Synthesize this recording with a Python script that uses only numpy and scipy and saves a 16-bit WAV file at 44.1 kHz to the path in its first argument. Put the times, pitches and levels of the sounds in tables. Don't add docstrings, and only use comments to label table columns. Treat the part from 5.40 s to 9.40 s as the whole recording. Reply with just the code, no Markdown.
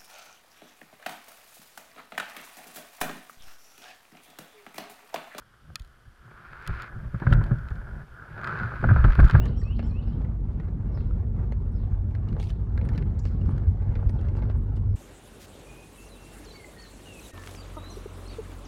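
import sys
import numpy as np
from scipy import signal
from scipy.fft import rfft, irfft
from scipy.io import wavfile
from scipy.ndimage import uniform_filter1d

SR = 44100
rng = np.random.default_rng(int(sys.argv[2]) if len(sys.argv) > 2 else 0)


def decibels_to_gain(level_db):
    exponent = np.asarray(level_db, float) / 20
    return 10 ** exponent


def file_out(sig):
    cols = np.atleast_2d(sig).T
    lim = np.clip(cols, -1, 1)
    pcm = np.round(lim * 32767).astype(np.int16)
    wavfile.write(sys.argv[1], SR, pcm)


N = 176400
T = np.arange(N) / SR

# [f/Hz, relative level/dB]
SHELL_COLOUR = [(200, -16.5), (290, -23), (365, -15), (470, -21.5), (800, -17), (1150, -7), (1450, 2),
                (1680, -3), (1850, -14.5), (2500, -24), (2750, -31.5), (3100, -35), (3900, -38.5),
                (4600, -39.5), (5500, -50.5), (9000, -65.5), (15000, -70)]


def level(x, db):
    return x * decibels_to_gain(db) / np.sqrt(np.mean(x ** 2))


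def curve(table, axis):
    rows = np.vstack(table)
    return np.interp(T, rows[:, 0], rows[:, axis])


def colour(x, points, lo_hz=0, hi_hz=SR):
    hz = np.maximum(np.arange(2049) * SR / 4096, 1)
    rows = np.array(points)
    db = np.interp(np.log(hz), np.log(rows[:, 0]), rows[:, 1])
    db -= 10 * np.log10((1 + (lo_hz / hz) ** 6) * (1 + (hz / hi_hz) ** 6))
    db -= 10 * np.log10(1 + (rows[0, 0] / hz) ** 4)
    cepstrum = irfft(db * np.log(10) / 20)
    cepstrum[1:2048] *= 2
    cepstrum[2049:] = 0
    response = irfft(np.exp(rfft(cepstrum)))
    return signal.fftconvolve(x, response)[:N]


def band(x, hz, width_hz):
    b, a = signal.iirpeak(hz, hz / width_hz, fs=SR)
    return signal.lfilter(b, a, signal.lfilter(b, a, x))


def walk(rate_per_s):
    hold = int(SR / rate_per_s)
    steps = np.repeat(rng.standard_normal(N // hold + 1), hold)
    return 1.3 * uniform_filter1d(uniform_filter1d(steps, hold), hold)[:N]


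def add(out, t, x):
    i = int(t * SR)
    out[i:i + len(x)] += x[:N - i]


def rush():
    # [t/s, relative level/dB, treble re cavity/dB, body re cavity/dB]
    air = [(0, -75, 5, -4), (.45, -69.5, -0.5, -1), (.7, -71, 2, 2), (.85, -61.5, 1.5, 0.5),
           (1.0, -53.5, -1.5, 0), (1.15, -49.5, 2, -2), (1.3, -44.5, 0.5, -6), (1.42, -44, 4.5, 0),
           (1.48, -49.5, 1.5, -2), (1.51, -51.5, -6.5, 5), (1.62, -55, -3.5, 3.5), (1.72, -56, -0.5, 3.5),
           (1.85, -50, 1.5, 2), (1.95, -43.5, -7.5, 6), (2.08, -48, -5, 5.5), (2.2, -53, -4, 2.5),
           (2.4, -53.5, -6, 6), (2.6, -52, -5.5, 6), (2.66, -60.5, -1, 5), (2.8, -54, -5, 2.5),
           (2.95, -47.5, -3.5, 2.5), (3.1, -38.5, -2.5, 2), (3.22, -38, -4, -1), (3.3, -42, -2, 2.5),
           (3.41, -46.5, 2, 0), (3.45, -43.5, -0.5, 2), (3.6, -39, -3, -1), (3.7, -40.5, 0, 1.5),
           (3.77, -42.5, 0.5, -7.5), (3.82, -43.5, 1, -1.5), (3.87, -38, 0, -5.5), (3.93, -42, 3.5, -8),
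           (4, -43.5, 2.5, -3)]
    grit_per_s, grit_spread_db, grit_re_air_db = 1200, 3, 0.5
    shared_flicker_db, shared_per_s = 0.26, 45
    own_flicker_db, own_per_s = 0.79, 25.3

    grains = (rng.random(N) < grit_per_s / SR) * rng.standard_normal(N)
    grains *= decibels_to_gain(grit_spread_db * np.minimum(rng.exponential(size=N), 4))
    drive = rng.standard_normal(N) + level(grains, grit_re_air_db)
    shared_db = shared_flicker_db * walk(shared_per_s)

    def part(lo_hz, hi_hz):
        flicker = decibels_to_gain(shared_db + own_flicker_db * walk(own_per_s))
        return colour(drive, SHELL_COLOUR, lo_hz, hi_hz) * flicker

    body, cavity, treble = part(0, 780), part(900, 1708), part(2000, SR)
    mix = decibels_to_gain(curve(air, axis=3)) * body + cavity + decibels_to_gain(curve(air, axis=2)) * treble
    return decibels_to_gain(curve(air, axis=1) + 8.5) * mix / np.std(cavity)


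def shake():
    # [t/s, relative level/dB, upper re lower modes/dB]
    phases = [
        [(0.0, -47, -21), (0.054, -69, 8), (0.072, -63, -0.5), (0.206, -64, -3), (0.286, -52, 4),
         (0.368, -70, 18.5), (0.382, -56, -10), (0.414, -44, -13), (0.468, -54, -14), (0.648, -63, 3),
         (0.682, -48.5, -4), (0.766, -66, -21.5), (0.814, -48, -14), (0.846, -73, 20), (0.876, -58, 5),
         (0.904, -75, 19), (0.942, -50, -11), (1.012, -70.5, 17.5), (1.084, -48.5, -17), (1.118, -51, 3),
         (1.17, -52, -8), (1.24, -53, -1)],
        [(1.25, -61, -6), (1.288, -33, 2.5), (1.302, -30, -2), (1.342, -30, -14), (1.374, -40, 0),
         (1.4, -40, -12), (1.422, -52, 5), (1.442, -48.5, 3.5), (1.462, -57, 4), (1.488, -45, -2),
         (1.518, -54, 4.5), (1.544, -40, -7), (1.566, -38, 2), (1.594, -35.5, -7), (1.634, -47, 8.5),
         (1.668, -33.5, 0), (1.724, -40, -16), (1.738, -35.5, 2), (1.76, -28, 1), (1.792, -46, -2),
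         (1.84, -41, 3)],
        [(1.85, -36.5, 1), (1.872, -19.5, 1.5), (1.902, -24, -1), (1.922, -18.5, -1.5), (1.968, -17.5, -5.5),
         (2.006, -30.5, 7.5), (2.05, -24, -10), (2.1, -37.5, 5), (2.124, -26, 6), (2.164, -35, 0),
         (2.268, -32, -10.5), (2.29, -49, -1), (2.314, -32.5, -9), (2.33, -29.5, -13), (2.358, -43, 9),
         (2.378, -34, -5.5), (2.444, -31.5, -11.5), (2.482, -41.5, -2), (2.568, -33.5, -5.5),
         (2.602, -42.5, 3.5), (2.64, -44.5, -0.5)],
        [(2.65, -53, 3), (2.68, -59, 5), (2.704, -45, -8), (2.724, -43, -12), (2.75, -57, 1), (2.84, -50, 5),
         (2.864, -57, -10), (2.9, -46, 3), (2.972, -52, 6.5), (3.066, -44.5, 2.5), (3.088, -48.5, 16),
         (3.112, -48, 5), (3.146, -46, 16), (3.188, -42, 0), (3.204, -37.5, 0), (3.222, -35.5, 8),
         (3.26, -46, 14.5), (3.298, -48, 7), (3.35, -33, 0.5), (3.384, -41, -8), (3.41, -32, 1.5)],
        [(3.42, -34.5, -4), (3.448, -25, 8), (3.486, -15.5, -9), (3.518, -23, 7.5), (3.552, -13.5, -12),
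         (3.58, -24, 3.5), (3.6, -14.5, -16), (3.628, -19.5, -10.5), (3.652, -14, -1), (3.7, -11, -19.5),
         (3.746, -29, -12), (3.768, -30, -17), (3.782, -23, 4), (3.802, -11, -5), (3.83, -10, -13),
         (3.85, -9.5, -8.5), (3.894, -32, -5.5), (3.914, -30, -14), (3.93, -26.5, 2.5), (3.948, -16.5, 3),
         (4.0, -15, -4.5)],
    ]
    # [f/Hz, width/Hz, relative level/dB]
    low_modes = [(23.4, 12.3, -5), (40, 14.4, -2.5), (61.47, 14.6, -1.5)]
    # [f/Hz, width/Hz, relative level/dB]
    high_modes = [(112.3, 27.8, 0.5), (145.2, 30.5, -2.5), (214.6, 58, -12), (344.5, 61, -23),
                  (536, 150, -24)]
    flutter_db, flutter_per_s = 1.5, 30
    evening = 0.4

    def swing(modes):
        x = sum(level(band(rng.standard_normal(N), hz, width_hz), db) for hz, width_hz, db in modes)
        envelope = uniform_filter1d(np.abs(signal.hilbert(x)), 600) / np.std(x)
        return level(x / (envelope + .15) ** evening, 0)

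    shake_db = curve(phases, axis=1) - 0.5 + flutter_db * walk(flutter_per_s)
    return decibels_to_gain(shake_db) * (swing(low_modes) + decibels_to_gain(curve(phases, axis=2)) * swing(high_modes))


def hiss():
    # [f/Hz, relative level/dB]
    spectrum = [(200, -4.5), (400, -9), (900, -11.5), (1450, -2.5), (1900, -13), (2500, -20), (3100, -14),
                (4000, -22.5), (4800, -20.5), (6500, -26.5), (8500, -28), (10000, -24), (11000, -33.5),
                (12800, -26), (15000, -40)]
    return level(colour(rng.standard_normal(N), spectrum), -63.5)


def knocks():
    # [t/s, relative level/dB, decay time constant/s, body re cavity drive/dB]
    pushes = [(0.016, -45, 0.0063, 5.5), (0.1336, -49.5, 0.01, 9.5), (0.2995, -48.5, 0.0054, 19),
              (0.876, -48.5, 0.011, 14.5), (0.9106, -39, 0.006, 14), (1.2915, -28.5, 0.006, 11.5),
              (1.6412, -41, 0.0081, 18), (1.7423, -31, 0.0078, 10), (1.7993, -31.5, 0.006, 10),
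              (1.8196, -25.5, 0.007, 15.5), (1.831, -30, 0.0067, 12), (1.866, -15, 0.0051, 9.5),
              (1.8986, -39, 0.018, 5), (1.923, -16, 0.006, 6), (1.945, -24.5, 0.0056, 5),
              (2.0112, -27, 0.0076, 14.5), (2.028, -37, 0.0041, 15), (2.1083, -29.5, 0.006, 17),
              (2.3065, -35, 0.0085, 13), (2.6026, -40, 0.0036, 15), (3.0724, -23, 0.0027, 11.0),
              (3.123, -25.5, 0.0043, 8), (3.208, -22.5, 0.0056, 6), (3.3174, -26, 0.006, 9),
              (3.336, -27, 0.006, 8), (3.363, -28, 0.0051, 3.5), (3.4257, -27, 0.006, 17.5),
              (3.4381, -16.5, 0.0062, 15.5), (3.486, -22.5, 0.017, 8), (3.5067, -15, 0.006, 10.5),
              (3.5274, -24, 0.0054, 10), (3.5594, -15.5, 0.0056, 8), (3.5844, -25, 0.006, 7.5),
              (3.6, -26.5, 0.0045, 11.0), (3.6434, -14.5, 0.0052, 16), (3.68, -27, 0.0077, 15),
              (3.702, -28, 0.006, 11.5), (3.752, -27, 0.0051, 9.5), (3.7884, -14, 0.004, 15),
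              (3.7954, -9.5, 0.0055, 10.5), (3.826, -23.5, 0.0064, 15.5), (3.8414, -28, 0.004, 12),
              (3.897, -20.5, 0.0044, 6), (3.895, -17.5, 0.006, 5), (3.908, -25, 0.003, 10),
              (3.941, -21, 0.0028, 12), (3.9483, -11.5, 0.006, 10), (3.986, -31, 0.0042, 17)]
    rise_s, cavity_top_hz, body_top_hz = 0.0018, 2580, 670
    cavity, body, t = np.zeros(N), np.zeros(N), T[:SR // 20]
    for start_s, db, decay_s, body_db in pushes:
        noise = rng.standard_normal(len(t))
        push = decibels_to_gain(db) * noise * np.exp(-t / decay_s) * (1 - np.exp(-t / rise_s))
        add(cavity, start_s, push)
        add(body, start_s, decibels_to_gain(body_db) * push)
    cavity = colour(cavity, SHELL_COLOUR, 900, cavity_top_hz)
    body = colour(body, SHELL_COLOUR, 0, body_top_hz)
    return decibels_to_gain(16) * (cavity + body)


def thuds():
    # [t/s, level before rise and decay/dB, nominal f/Hz, t60/s]
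    blows = [(.289, -35, 101, 0.16), (0.403, -28, 58, 0.096), (1.288, -16, 114, 0.097),
             (1.743, -12, 126, 0.044), (1.819, -11, 156, 0.033), (1.869, -10.5, 120.8, 0.027),
             (1.916, -9.5, 110, 0.14), (2.111, -12, 154.4, .1), (2.312, -18, 110, 0.057),
             (3.214, -20, 127, 0.18), (3.438, -25.5, 140, .08), (3.49, -6, 103, 0.092),
             (3.512, -2.5, 115, 0.13), (3.644, 3.5, 106.5, 0.043), (3.794, 7, 75.8, 0.041),
             (3.828, -7.5, 58.1, 0.14), (3.945, -2.5, 90.4, 0.14)]
    rise_s, sag, sag_s = 0.004, 0.45, 0.02
    out, t = np.zeros(N), T[:SR // 4]
    cycles_per_hz = t * (1 - sag) + sag * 0.029 * (1 - np.exp(-t / sag_s))
    for start_s, db, hz, t60_s in blows:
        envelope = decibels_to_gain(db - 60 * t / t60_s) * (1 - np.exp(-t / rise_s))
        add(out, start_s, -envelope * np.cos(2 * np.pi * hz * cycles_per_hz))
    return out


def ticks():
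    # [t/s, relative level/dB, brightness/(dB per octave)]
    contacts = [(0.356, -15, 2.5), (0.3943, -46, 1), (0.3966, -34, 3), (0.41, -54.5, -2.0),
                (0.4193, -41, 4), (0.447, -45, 4), (0.4614, -62, -2.0), (0.4754, -53, 8), (1.2235, -45, 0),
                (1.248, -54, -2.0), (1.264, -38, -10), (1.2656, -39, -2.0), (1.275, -24.5, 5.5),
                (1.3477, -45, -5), (1.3834, -52, -2.0), (1.4207, -32, 3), (1.4284, -52, -2.0),
                (1.7992, -43, -8), (1.8885, -51, -2.0), (1.9035, -42, -9), (1.9123, -42, -14),
                (1.926, -25.5, -13), (1.9344, -28, -2.5), (1.9424, -44, -10), (2.0387, -34, -3.5),
                (2.0642, -45, -4), (2.1745, -60, -7), (2.1854, -46, -2.0), (2.2851, -42, -8),
                (2.3044, -45, -5), (2.355, -47, -2.0), (3.014, -46, 1), (3.0433, -29.5, -7.5),
                (3.0724, -28, -10.5), (3.1525, -60, 9), (3.188, -37.5, -15), (3.3368, -63, -3),
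                (3.642, -30, -17), (3.6494, -33.5, -11.5), (3.7213, -34, -11), (3.7525, -31, -5),
                (3.793, -54.5, -2.0), (3.8027, -31, -4.5), (3.816, -40.5, -1), (3.843, -34.5, -5),
                (3.8524, -34, 4), (3.8574, -45.5, 3), (3.8754, -39, -4), (3.8835, -34, -5),
                (3.898, -26.5, -8.5), (3.91, -28, -4), (3.9543, -49, -2.0)]
    # [f/Hz, relative level/dB, t60/s]
    modes = [(1325, -10.5, 0.03), (1586, -16, 0.016), (1917, -14, 0.026), (2250, -20.5, 0.01),
             (2550, -13, .02), (3177, -13, 0.016), (3167, -13, 0.013), (3600, -11, 0.015),
             (4120, -12.5, 0.016), (4600, -10, .012), (5300, -10, 0.0062), (6950, -13.5, 0.0068),
             (9400, -19.5, .005), (10640, -16, 0.0043)]
    scatter_db, detune, rise_s = 2, .03, .0003
    crack_db, crack_decay_s, crack_top_hz = 1, .0008, 11100
    out, t = np.zeros(N), T[:2048]
    hz, db, t60_s = np.array(modes).T[:, :, None]
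    octaves = np.log2(np.maximum(np.arange(1025) * SR / 2048, 1200) / 4000)
    top_cut = 1 + (4000 * 2 ** octaves / crack_top_hz) ** 4
    for start_s, tick_db, tilt_db in contacts:
        level_draw, tune_draw, phase_draw = rng.standard_normal((3, len(hz), 1))
        ring_db = db + tilt_db * np.log2(hz / 4000) + scatter_db * level_draw - 60 * t / t60_s
        ring = decibels_to_gain(ring_db) * np.sin(2 * np.pi * hz * (1 + detune * tune_draw) * t + 2 * phase_draw)
        noise = np.diff(rng.standard_normal(len(t)), prepend=0)
        crack = irfft(rfft(noise) * decibels_to_gain(tilt_db * octaves) / top_cut)
        crack *= np.exp(-t / crack_decay_s) / (1 + decibels_to_gain(tilt_db * 1.3))
        tick = (ring.sum(axis=0) + decibels_to_gain(crack_db) * crack) * (1 - np.exp(-t / rise_s))
        add(out, start_s + .0005, decibels_to_gain(tick_db - 2.5) * tick)
    return out


def scene():
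    return (rush() + shake() + hiss() + knocks() + thuds() + ticks())[None]


def band_limit(x):
    return signal.sosfilt(signal.butter(12, 15800, fs=SR, output="sos"), x)


def record(dry):
    rounded = np.tanh(.5 * dry) / .5
    return band_limit(rounded)


dry = scene()
out = record(dry)
file_out(out)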